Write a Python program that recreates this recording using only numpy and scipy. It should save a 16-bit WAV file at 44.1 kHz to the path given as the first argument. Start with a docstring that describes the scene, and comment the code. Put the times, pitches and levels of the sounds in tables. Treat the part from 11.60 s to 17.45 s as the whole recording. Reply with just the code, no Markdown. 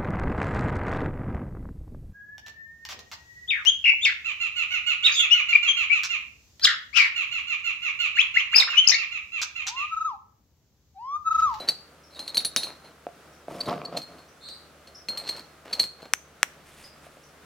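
"""Steel rod weights clink, chatter and squeal as they are lowered one by one into a woven plastic basket.
Each contact rings a rod and the pile and shakes the basket, which hangs in a yard; rods rub on the weave.
Between two loads the next rod knocks and drags over a table. Clothes rustle, two dry snaps sound at the
microphone, and birds chip and call over outdoor air and a distant motor's hum."""
import sys
import numpy as np
from scipy import signal
from scipy.fft import rfft, irfft, next_fast_len
from scipy.io import wavfile
from scipy.ndimage import map_coordinates

SR = 44100
rng = np.random.default_rng(int(sys.argv[2]) if len(sys.argv) > 2 else 0)


def inscribe(sig):
    """Save sig as 16-bit PCM at rate SR to the path in sys.argv[1].

    A 1-D sig is mono; a 2-D sig holds one channel per row.
    Samples are clipped to [-1, 1] before scaling.
    """
    pcm = np.round(np.clip(np.atleast_2d(sig).T, -1, 1) * 32767)
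    wavfile.write(sys.argv[1], SR, pcm.astype(np.int16))


N = 258173


def amp(db):
    """Decibels to gain."""
    return 10 ** (np.asarray(db) / 20)

def unit(x):
    """Scale to rms 1."""
    return x / np.sqrt(np.mean(x ** 2) + 1e-20)

def along(points, hz):
    """Interpolate (frequency, value) points on a log axis."""
    knots_hz, values = np.transpose(points)
    return np.interp(np.log(hz + 1), np.log(knots_hz + 1), values)

def wobble(rate_hz, size=N):
    """Smooth random curve, rate_hz knots a second."""
    knots = rng.standard_normal(int(size * rate_hz / SR) + 4)
    return map_coordinates(knots, [np.arange(size) * rate_hz / SR])

def filtered(x, response):
    """Apply a complex frequency response."""
    size = x.shape[-1]
    padded = next_fast_len(size + 8192)
    return irfft(rfft(x, padded) * response(np.fft.rfftfreq(padded, 1 / SR)), padded)[..., :size]

def band(x, low_hz, high_hz):
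    """Causal band-pass."""
    return signal.sosfilt(signal.butter(2, [low_hz, high_hz], "bandpass", fs=SR, output="sos"), x)

def resonate(x, resonances):
    """Parallel resonators of alternating sign."""
    return filtered(x, lambda f: sum(
        (-1) ** k * amp(db) * 1j * f * width_hz / (hz * hz - f * f + 1j * f * width_hz)
        for k, (hz, width_hz, db) in enumerate(resonances)))

def noise(spectrum, size=N, grain_db=0):
    """Coloured noise of rms 1; grain_db breaks it into tiny slips."""
    slips = rng.standard_normal(size) * amp(grain_db * wobble(700, size))
    return unit(filtered(slips, lambda hz: amp(along(spectrum, hz))))

def pulse(spectrum, size=2048):
    """Minimum-phase click, peak 1."""
    hz = np.fft.rfftfreq(size, 1 / SR)
    cepstrum = irfft(np.log(amp(along(spectrum, hz))))
    log_response = rfft(2 * cepstrum[1:size // 2], size) * np.exp(-2j * np.pi * hz / SR)
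    click = irfft(np.exp(log_response))
    return click / np.abs(click).max()

def add(track, s, sound):
    """Mix a sound in at s seconds."""
    part = track[max(round(s * SR), 0):][:len(sound)]
    part += sound[:len(part)]

def strokes(rows, rise_s, t60_s, size=N):
    """Envelope of strokes that rise, hold and decay."""
    t = np.arange(size) / SR
    return sum(amp(db - 60 * np.maximum(t - s - length_s, 0) / t60_s) * np.clip((t - s) / rise_s, 0, 1)
               for s, length_s, db in rows)

def ring(modes, lift_db=0, above_hz=5000, scatter_db=0, detune=0, rattle=0):
    """Damped modes; hard contact lifts the upper ones, a loose seat jostles phase and level."""
    t = np.arange(SR // 3) / SR
    hz, db, t60_s = np.transpose(modes)[:, :, None]
    db = db + lift_db * (hz > above_hz) + scatter_db * rng.standard_normal(hz.shape)
    hz = hz * (1 + detune * rng.standard_normal(hz.shape))
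    jostle = rattle * wobble(173, len(t))
    phase = 2 * np.pi * hz * t + jostle * rng.choice([-1, 1], hz.shape)
    return np.exp(jostle[::-1] / 2) * np.sum(amp(db - 60 * t / t60_s) * np.sin(phase), axis=0)

def whistle(length_s, first_hz, last_hz, waver, overtone_db):
    """Swelling, gliding, unsteady tone with two overtones."""
    progress = np.linspace(0, 1, int(length_s * SR))
    glide_hz = first_hz + (last_hz - first_hz) * np.sin(np.pi / 2 * progress)
    hz = glide_hz * (1 + waver * wobble(600, len(progress)))
    phase = 2 * np.pi * np.cumsum(hz) / SR
    return np.sin(np.pi * progress) * sum(amp(k * overtone_db) * np.sin((k + 1) * phase) for k in range(3))


# air spectrum: (frequency [Hz], gain [dB])
AIR_SPECTRUM = [(15, -36), (25, -15), (45, -14), (70, -6), (110, -8), (160, -3.5), (335, -4), (600, -2.5),
                (950, -9), (1300, -4), (1900, -10.5), (3600, -16), (9300, -22), (16000, -26.5)]
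# left-right likeness: (frequency [Hz], correlation [-1..1])
AIR_CORRELATION = [(60, .93), (180, .88), (550, .87), (1650, .65), (5000, .35), (15000, -.3)]

def air(level_db=-54.4):
    """Outdoor air, wider in the treble."""
    def spread(hz):
        angle = np.arccos(along(AIR_CORRELATION, hz)) / 2
        return np.array([np.cos(angle), np.sin(angle)])
    mid, side = filtered(np.array([noise(AIR_SPECTRUM), noise(AIR_SPECTRUM)]), spread)
    return amp(level_db + 1.1 * wobble(6.1)) * unit(np.array([mid + side, mid - side]))

# motor partials: (frequency [Hz], rms level [dB])
MOTOR_PARTIALS = [(74, -67), (149, -67), (295, -74), (465, -74), (560, -76)]

def motor():
    """A distant motor hums, slightly unsteady."""
    clock_s = np.cumsum(1 + .02 * wobble(6)) / SR
    return sum(amp(db + 1.5 * wobble(2)) * np.sqrt(2) * np.sin(2 * np.pi * hz * clock_s)
               for hz, db in MOTOR_PARTIALS)

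# rod on weave: (time [s], length [s], level [dB])
RUBS = [(0, 0.097, -45), (.55, 0.28, -51), (.98, .13, -48), (1.23, 0.055, -54), (3.49, 0.31, -47),
        (4.045, .16, -46), (4.38, .08, -51)]
# friction spectrum: (frequency [Hz], gain [dB])
RUB_SPECTRUM = [(70, -24.5), (170, -5), (550, 3), (1100, -2), (2200, -7.5), (4500, -15.5), (9000, -26.5),
                (16000, -30)]

def rubs():
    """A rod is eased down the weave in tiny slips."""
    return strokes(RUBS, rise_s=.014, t60_s=.22) * noise(RUB_SPECTRUM, grain_db=5)

# free modes by rod: (frequency [Hz], gain [dB], t60 [s])
ROD_MODES = { "long": [(3782, 0, .26), (5900, -23, .13), (7660, -29, .25), (9799, -6, .11),
             (11036, -21, .16), (13700, -23, .1)], "thick": [(4025, 0, .2), (6379, -24, .12),
             (7946, -24, .18), (10370, -16, .09), (10860, -22, .1), (11340, -22, .1)],
             "middle": [(4129, 0, .22), (6508, -20, .22), (8027, -25, .26), (10406, -8, .18),
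             (11600, -28, .18), (14312, -21, .15)], "short": [(4243, 0, .28), (7461, -32, .25),
             (8142, -21, .25), (10810, -21, .2), (11360, -33, .25), (12040, -27, .23)], }
# modes of rods pressed together: (frequency [Hz], gain [dB], t60 [s])
PILE_MODES = [(4040, -16.5, 0.12), (4196, -7.5, .12), (4190, -5, 0.14), (4360, -5.5, 0.14),
              (4240, -6.5, .11), (4567, -1.5, 0.045), (6550, -21.5, .08), (8410, -15.5, 0.093),
              (8900, -28, .09), (11300, -24.5, .12), (11300, -25.5, .1), (12400, -21, .09),
              (14500, -29.5, .1)]
# contact crack: (frequency [Hz], gain [dB])
CRACK_SPECTRUM = [(100, -27.5), (600, -18.5), (1500, -6.5), (3200, 0.5), (4400, -3), (6000, -10),
                  (7500, -11), (10500, -31.5), (16000, -32.5)]
# extra bite of a heavy blow: (frequency [Hz], gain [dB])
BITE_SPECTRUM = [(2000, -35.5), (4200, -16), (5200, -1), (6100, -0.5), (7200, -18.5), (12000, -30),
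                 (16000, -39)]
# shaken weave: (frequency [Hz], gain [dB])
WEAVE_SPECTRUM = [(60, -10.5), (160, 0), (550, -2.5), (1000, -9.5), (2200, -6), (4500, -0.5), (7000, -8),
                  (11000, -13.5), (16000, -16.5)]
# hollow basket notes: (frequency [Hz], width [Hz], gain [dB])
BASKET_RESONANCES = [(176, 66, -3), (241, 40, -3), (334, 50, -7.5), (508, 60, -7.5), (558, 110, 1),
                     (710, 98, -9)]
# rod on rod: (time [s], rod, blow [dB], rod ring [dB], overtone lift [dB], pile ring [dB])
CLINKS = [ (.001, "thick", -29, -32, -3, -43), (.077, "thick", -30, -38, -9, -33),
          (0.0878, "thick", -12, -26, 4, -27), (.558, "long", -40, -42, -18, -52),
          (0.593, "middle", -21, -32, -6, -34), (.678, "long", -22, -40, -3, -31),
          (0.7455, "middle", -19.5, -26, -4, -29), (.771, "long", -10.5, -25, 3, -20),
          (0.805, "long", -20, -42, 4, -50), (.8488, "long", -13, -39, 24, -27),
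          (.9626, "middle", -5.5, -23, 3, -45), (.966, "long", -32, -24, 1, -22),
          (1.0329, "middle", -19.5, -27, 0, -29), (2.058, "long", -28, -43, -15, -39),
          (2.374, "short", -15, -38.5, -10, -42), (2.418, "short", -31, -39, -7, -37),
          (2.584, "short", -40, -51, -7, -52), (2.887, "short", -27, -60, 2, -48),
          (3.273, "short", -32, -53, 2, -55), (3.486, "short", -18, -25, -3.5, -35),
          (3.574, "short", -20, -29, 4, -41), (3.676, "short", -22, -50, 5, -38),
          (3.691, "short", -16, -29, -1, -30), (3.764, "short", -25.5, -50, 0, -37),
          (3.7934, "short", -29, -52, -6, -42), (4.132, "short", -15.5, -34.5, 0.5, -31),
          (4.197, "short", -11, -27, 8, -18), (4.239, "short", -19, -42, 12, -34),
          (4.42, "short", -34, -46, -4, -48), ]

def clinks(grip_db_per_s=18, shake_t60_s=.11, chatter_t60_s=.012, thud_t60_s=.14, firm_db=-32):
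    """Each contact cracks, chatters, rings one rod and the pile, and shakes the basket."""
    out, thuds, t = np.zeros(N), np.zeros(N), np.arange(SR // 7) / SR
    crack, bite = pulse(CRACK_SPECTRUM), pulse(BITE_SPECTRUM)
    for s, rod, blow_db, ring_db, lift_db, pile_db in CLINKS:
        clink = amp(ring_db) * ring(ROD_MODES[rod], lift_db, scatter_db=.5, detune=.00018, rattle=.22)
        clink += amp(pile_db) * ring(PILE_MODES, scatter_db=1.5, detune=.0099, rattle=1)
        age_s = np.arange(len(clink)) / SR
        clink *= amp(-grip_db_per_s * age_s)  # fingers and weave drain the ring
        weave = amp(blow_db - 20 - 60 * t / shake_t60_s) * noise(WEAVE_SPECTRUM, len(t), grain_db=.5)
        chatter = amp(blow_db - 60 * t / chatter_t60_s) * noise(CRACK_SPECTRUM, len(t), grain_db=2.5)
        add(clink, 0, weave + .26 * chatter)
        rise_s = .001 * amp(.66 * (firm_db - blow_db))  # lighter blows build more slowly
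        add(out, s, (1 - np.exp(-age_s / rise_s)) * clink)
        add(out, s, amp(-2 + 1.13 * blow_db) * crack)
        add(out, s, amp(9 + 2.6 * blow_db) * bite)
        add(thuds, s, amp(-19 + .46 * blow_db - 60 * t / thud_t60_s) * rng.standard_normal(len(t)))
    return out + resonate(thuds, BASKET_RESONANCES)

# dull knocks: (time [s], level [dB], hardness [dB])
KNOCKS = [(.004, -25, -19), (1.071, -39, 11.5), (1.4678, -18, -18.5), (1.883, -21, -28), (2.179, -36, 5),
          (2.217, -30, 6), (2.326, -26, -12), (2.351, -26, -20), (2.372, -27, -19), (5.467, -36.5, -9.5),
          (5.57, -38, -13)]
# knock modes: (frequency [Hz], gain [dB], t60 [s])
KNOCK_MODES = [(333, -18.5, 0.024), (622, -2, 0.015), (701, -13.5, 0.091), (1160, -1, .008),
               (2400, -6.5, 0.0079)]

def knocks(bounce_s=.021, bounce_db=-15):
    """A rod knocks on the table and bounces once."""
    out = np.zeros(N)
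    for s, db, hard_db in KNOCKS:
        for at_s, level_db in (s, db), (s + bounce_s, db + bounce_db):
            add(out, at_s, amp(level_db) * ring(KNOCK_MODES, hard_db, above_hz=1000, detune=.04))
    return band(out, 305, 4700)

# steel slipping on steel: (time [s], pitch [Hz], level [dB])
SQUEALS = [(.0845, 4510, -13.5), (2.004, 4570, -22), (2.249, 4520, -29.5), (2.366, 4195, -24),
           (3.687, 4340, -27), (4.127, 4530, -21), (4.193, 4410, -15), (4.225, 4320, -28)]
# steel friction hiss: (frequency [Hz], gain [dB])
STEEL_SPECTRUM = [(1200, -20), (2300, -6), (3500, -10.5), (4250, 14), (5000, -9.5), (6300, -18),
                  (7300, -14), (8200, -11), (10800, -19), (16000, -27.5)]

def squeals(slip_s=.016, ring_t60_s=.09, partner_ratio=.91, partner_db=-14):
    """Two rods squeal as one slips over the other; the upper note rings on."""
    out, size = np.zeros(N), int(slip_s * SR)
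    window = signal.windows.tukey(size)
    for s, hz, db in SQUEALS:
        for pitch_hz, level_db in (hz, db), (hz * partner_ratio, db + partner_db):
            add(out, s, amp(level_db) * whistle(slip_s, pitch_hz, pitch_hz, waver=.018, overtone_db=-26))
        add(out, s + slip_s / 2, amp(db - 19) * ring([(hz, 0, ring_t60_s)], rattle=.91))
        add(out, s, amp(db - 11.5) * window * noise(STEEL_SPECTRUM, size, grain_db=8.5))
        add(out, s, amp(db - 22.5) * window * noise(WEAVE_SPECTRUM, size, grain_db=2.5))
    return out

# bird chips: (time [s], start pitch [Hz], level [dB])
CHIPS = [(.432, 5070, -51), (1.725, 5400, -56), (1.94, 5200, -53.5), (2.678, 5400, -56),
         (3.345, 5050, -40.5), (3.831, 5200, -61), (4.541, 6000, -42.5), (5.236, 4650, -42.5),
         (5.63, 5300, -53)]

def bird_chips(length_s=.021, glide_ratio=1.1):
    """A small bird whistles thin rising chips."""
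    out = np.zeros(N)
    for s, hz, db in CHIPS:
        add(out, s, amp(db) * whistle(length_s, hz, hz * glide_ratio, waver=.05, overtone_db=-22))
    return out

# rod sliding along rods: (time [s], length [s], level [dB], rod)
SCRAPES = [(.5, .2, -52, "middle"), (.975, .08, -42, "middle"), (1.22, .04, -59, "middle"),
           (3.56, .18, -48, "short"), (4.05, .07, -62, "short")]

def scrapes(ring_db=-1):
    """A sliding rod hisses; tiny catches keep it ringing."""
    out, size = np.zeros(N), SR // 2
    for s, length_s, db, rod in SCRAPES:
        catches = rng.standard_normal(size) * amp(6 * wobble(300, size))
        ringing = unit(signal.fftconvolve(catches, ring(ROD_MODES[rod], lift_db=-2, rattle=.5), "same"))
        hiss = noise(STEEL_SPECTRUM, size, grain_db=4.5)
        envelope = strokes([(0, length_s, db)], rise_s=.04, t60_s=.24, size=size)
        add(out, s, envelope * (hiss + amp(ring_db) * ringing))
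    return out

# body moves: (time [s], length [s], level [dB])
MOVES = [(1.87, .22, -52.5), (5.03, 0.16, -55.5), (5.17, 0.1, -53), (5.41, 0.042, -54), (5.48, 0.22, -64)]
# rustle spectrum: (frequency [Hz], gain [dB])
FABRIC_SPECTRUM = [(200, 5.5), (600, -1), (2500, 3.5), (5000, -5), (10000, -4), (16000, -17)]

def clothes():
    """Fabric brushes with each move."""
    return strokes(MOVES, rise_s=.046, t60_s=.21) * noise(FABRIC_SPECTRUM, grain_db=2.5)

# pulls over the table: (time [s], length [s], level [dB])
PULLS = [(1.877, 0.42, -41.5), (2.065, 0.056, -29.5), (2.315, .05, -36), (2.47, .14, -51.5)]
# table resonances: (frequency [Hz], width [Hz], gain [dB])
TABLE_RESONANCES = [(151.6, 29, 2), (196, 48, -1), (259.5, 23.5, 0.5), (325, 28, 1.5), (466, 76, 0),
                    (592, 36, 2.5), (693, 31, 3.5), (860, 290, -8.5), (1177, 240, -6.5)]
# grit under the rod: (frequency [Hz], gain [dB])
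GRIT_SPECTRUM = [(300, -14), (900, 0), (2200, -2.5), (5000, -6), (8000, -31), (16000, -38)]

def drag(bumps_db=.8, grit_db=-16):
    """A dragged rod catches and lets go, driving the table and scratching over grit."""
    slips = rng.standard_normal(N) * amp(3.15 * wobble(400))
    envelope = strokes(PULLS, rise_s=.023, t60_s=.18) * amp(bumps_db * wobble(45))
    grit = amp(grit_db) * noise(GRIT_SPECTRUM, grain_db=5)
    return envelope * (unit(resonate(slips, TABLE_RESONANCES)) + grit)

# bird call: (time [s], length [s], start pitch [Hz], end pitch [Hz], level [dB])
CALL = (2.8, .17, 4000, 4550, -42)

def bird_call(lower_ratio=.9, lower_db=-3):
    """A larger bird gives one harsh, rising, two-voiced call."""
    out = np.zeros(N)
    s, length_s, first_hz, last_hz, db = CALL
    for ratio, voice_db in (1, db), (lower_ratio, db + lower_db):
        voice = whistle(length_s, ratio * first_hz, ratio * last_hz, waver=.04, overtone_db=-16)
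        add(out, s, amp(voice_db) * voice)
    return out

# snap clicks, the first two heard as one: (time [s], level [dB], brightness [dB])
SNAPS = [(4.5357, 0, 15.5), (4.5365, 3, 2), (4.8304, 6.5, 0.5)]
# snap spectrum: (frequency [Hz], gain [dB])
SNAP_SPECTRUM = [(200, -37), (550, -20), (950, -11.5), (1850, -3), (2700, -7.5), (3700, -14), (4900, -22.5),
                 (5700, -8.5), (6800, -17), (8300, -15.5), (10000, -21), (14000, -21), (16000, -26.5)]

def snaps(lag_rad=4, tail_db=-38, tail_t60_s=.056):
    """Dry snaps, treble ahead of bass, each with a faint rattle after it."""
    out, t = np.zeros(N), np.arange(SR // 10) / SR
    for s, db, bright_db in SNAPS:
        spectrum = [(hz, gain_db + bright_db * (hz > 4500)) for hz, gain_db in SNAP_SPECTRUM]
        snap = filtered(pulse(spectrum), lambda hz: np.exp(-1j * lag_rad * np.log(hz + 300)))
        add(out, s, amp(db) * snap)
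        add(out, s, amp(db + tail_db - 60 * t / tail_t60_s) * noise(spectrum, len(t)))
    return out

# yard decay: (frequency [Hz], t60 [s])
YARD_DECAY = [(200, 0.16), (2000, 0.42), (5000, 0.39), (12000, 0.3)]

def yard(x, gap_s=.0072):
    """Diffuse reflections from ground, table and trees, different left and right."""
    hz, t, spectra = signal.stft(rng.standard_normal((2, SR // 2)), SR, nperseg=256)
    decay = amp(-60 * t / along(YARD_DECAY, hz)[:, None])
    tail = signal.istft(spectra * decay, SR, nperseg=256)[1]
    tail = np.pad(tail / np.linalg.norm(tail[0]), ((0, 0), (int(gap_s * SR), 0)))
    return signal.fftconvolve(x[None], tail, axes=1)[:, :N]

def pan(x, lead_ms, left_db):
    """A near source arrives earlier and left_db louder on the left."""
    sides = np.array([[.5], [-.5]])
    return amp(sides * left_db) * filtered(x, lambda hz: np.exp(2j * np.pi * sides * hz * lead_ms / 1000))

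def scene():
    """Basket and table in front, snaps close on the left, birds far off."""
    steel = band(clinks() + squeals() + scrapes(), 54, 19000)  # small things radiate little bass
    near = steel + rubs() + drag() + knocks() + clothes()
    snap = snaps()
    birds = bird_chips() + bird_call()
    front = pan(near, lead_ms=.013, left_db=0) + amp(-15.5) * yard(near)
    close = pan(snap, lead_ms=.03, left_db=3) + amp(-25.5) * yard(snap)
    far = amp(-3.5) * birds + amp(-.5) * yard(birds)
    return front + close + far + air() + motor()

def record(dry):
    """Hard limit at full scale, then a steep low-pass."""
    cutoff_hz = 16450
    return filtered(np.clip(dry, -1, 1), lambda hz: 1 / (1 + (hz / cutoff_hz) ** 120))


dry = scene()
out = record(dry)
inscribe(out)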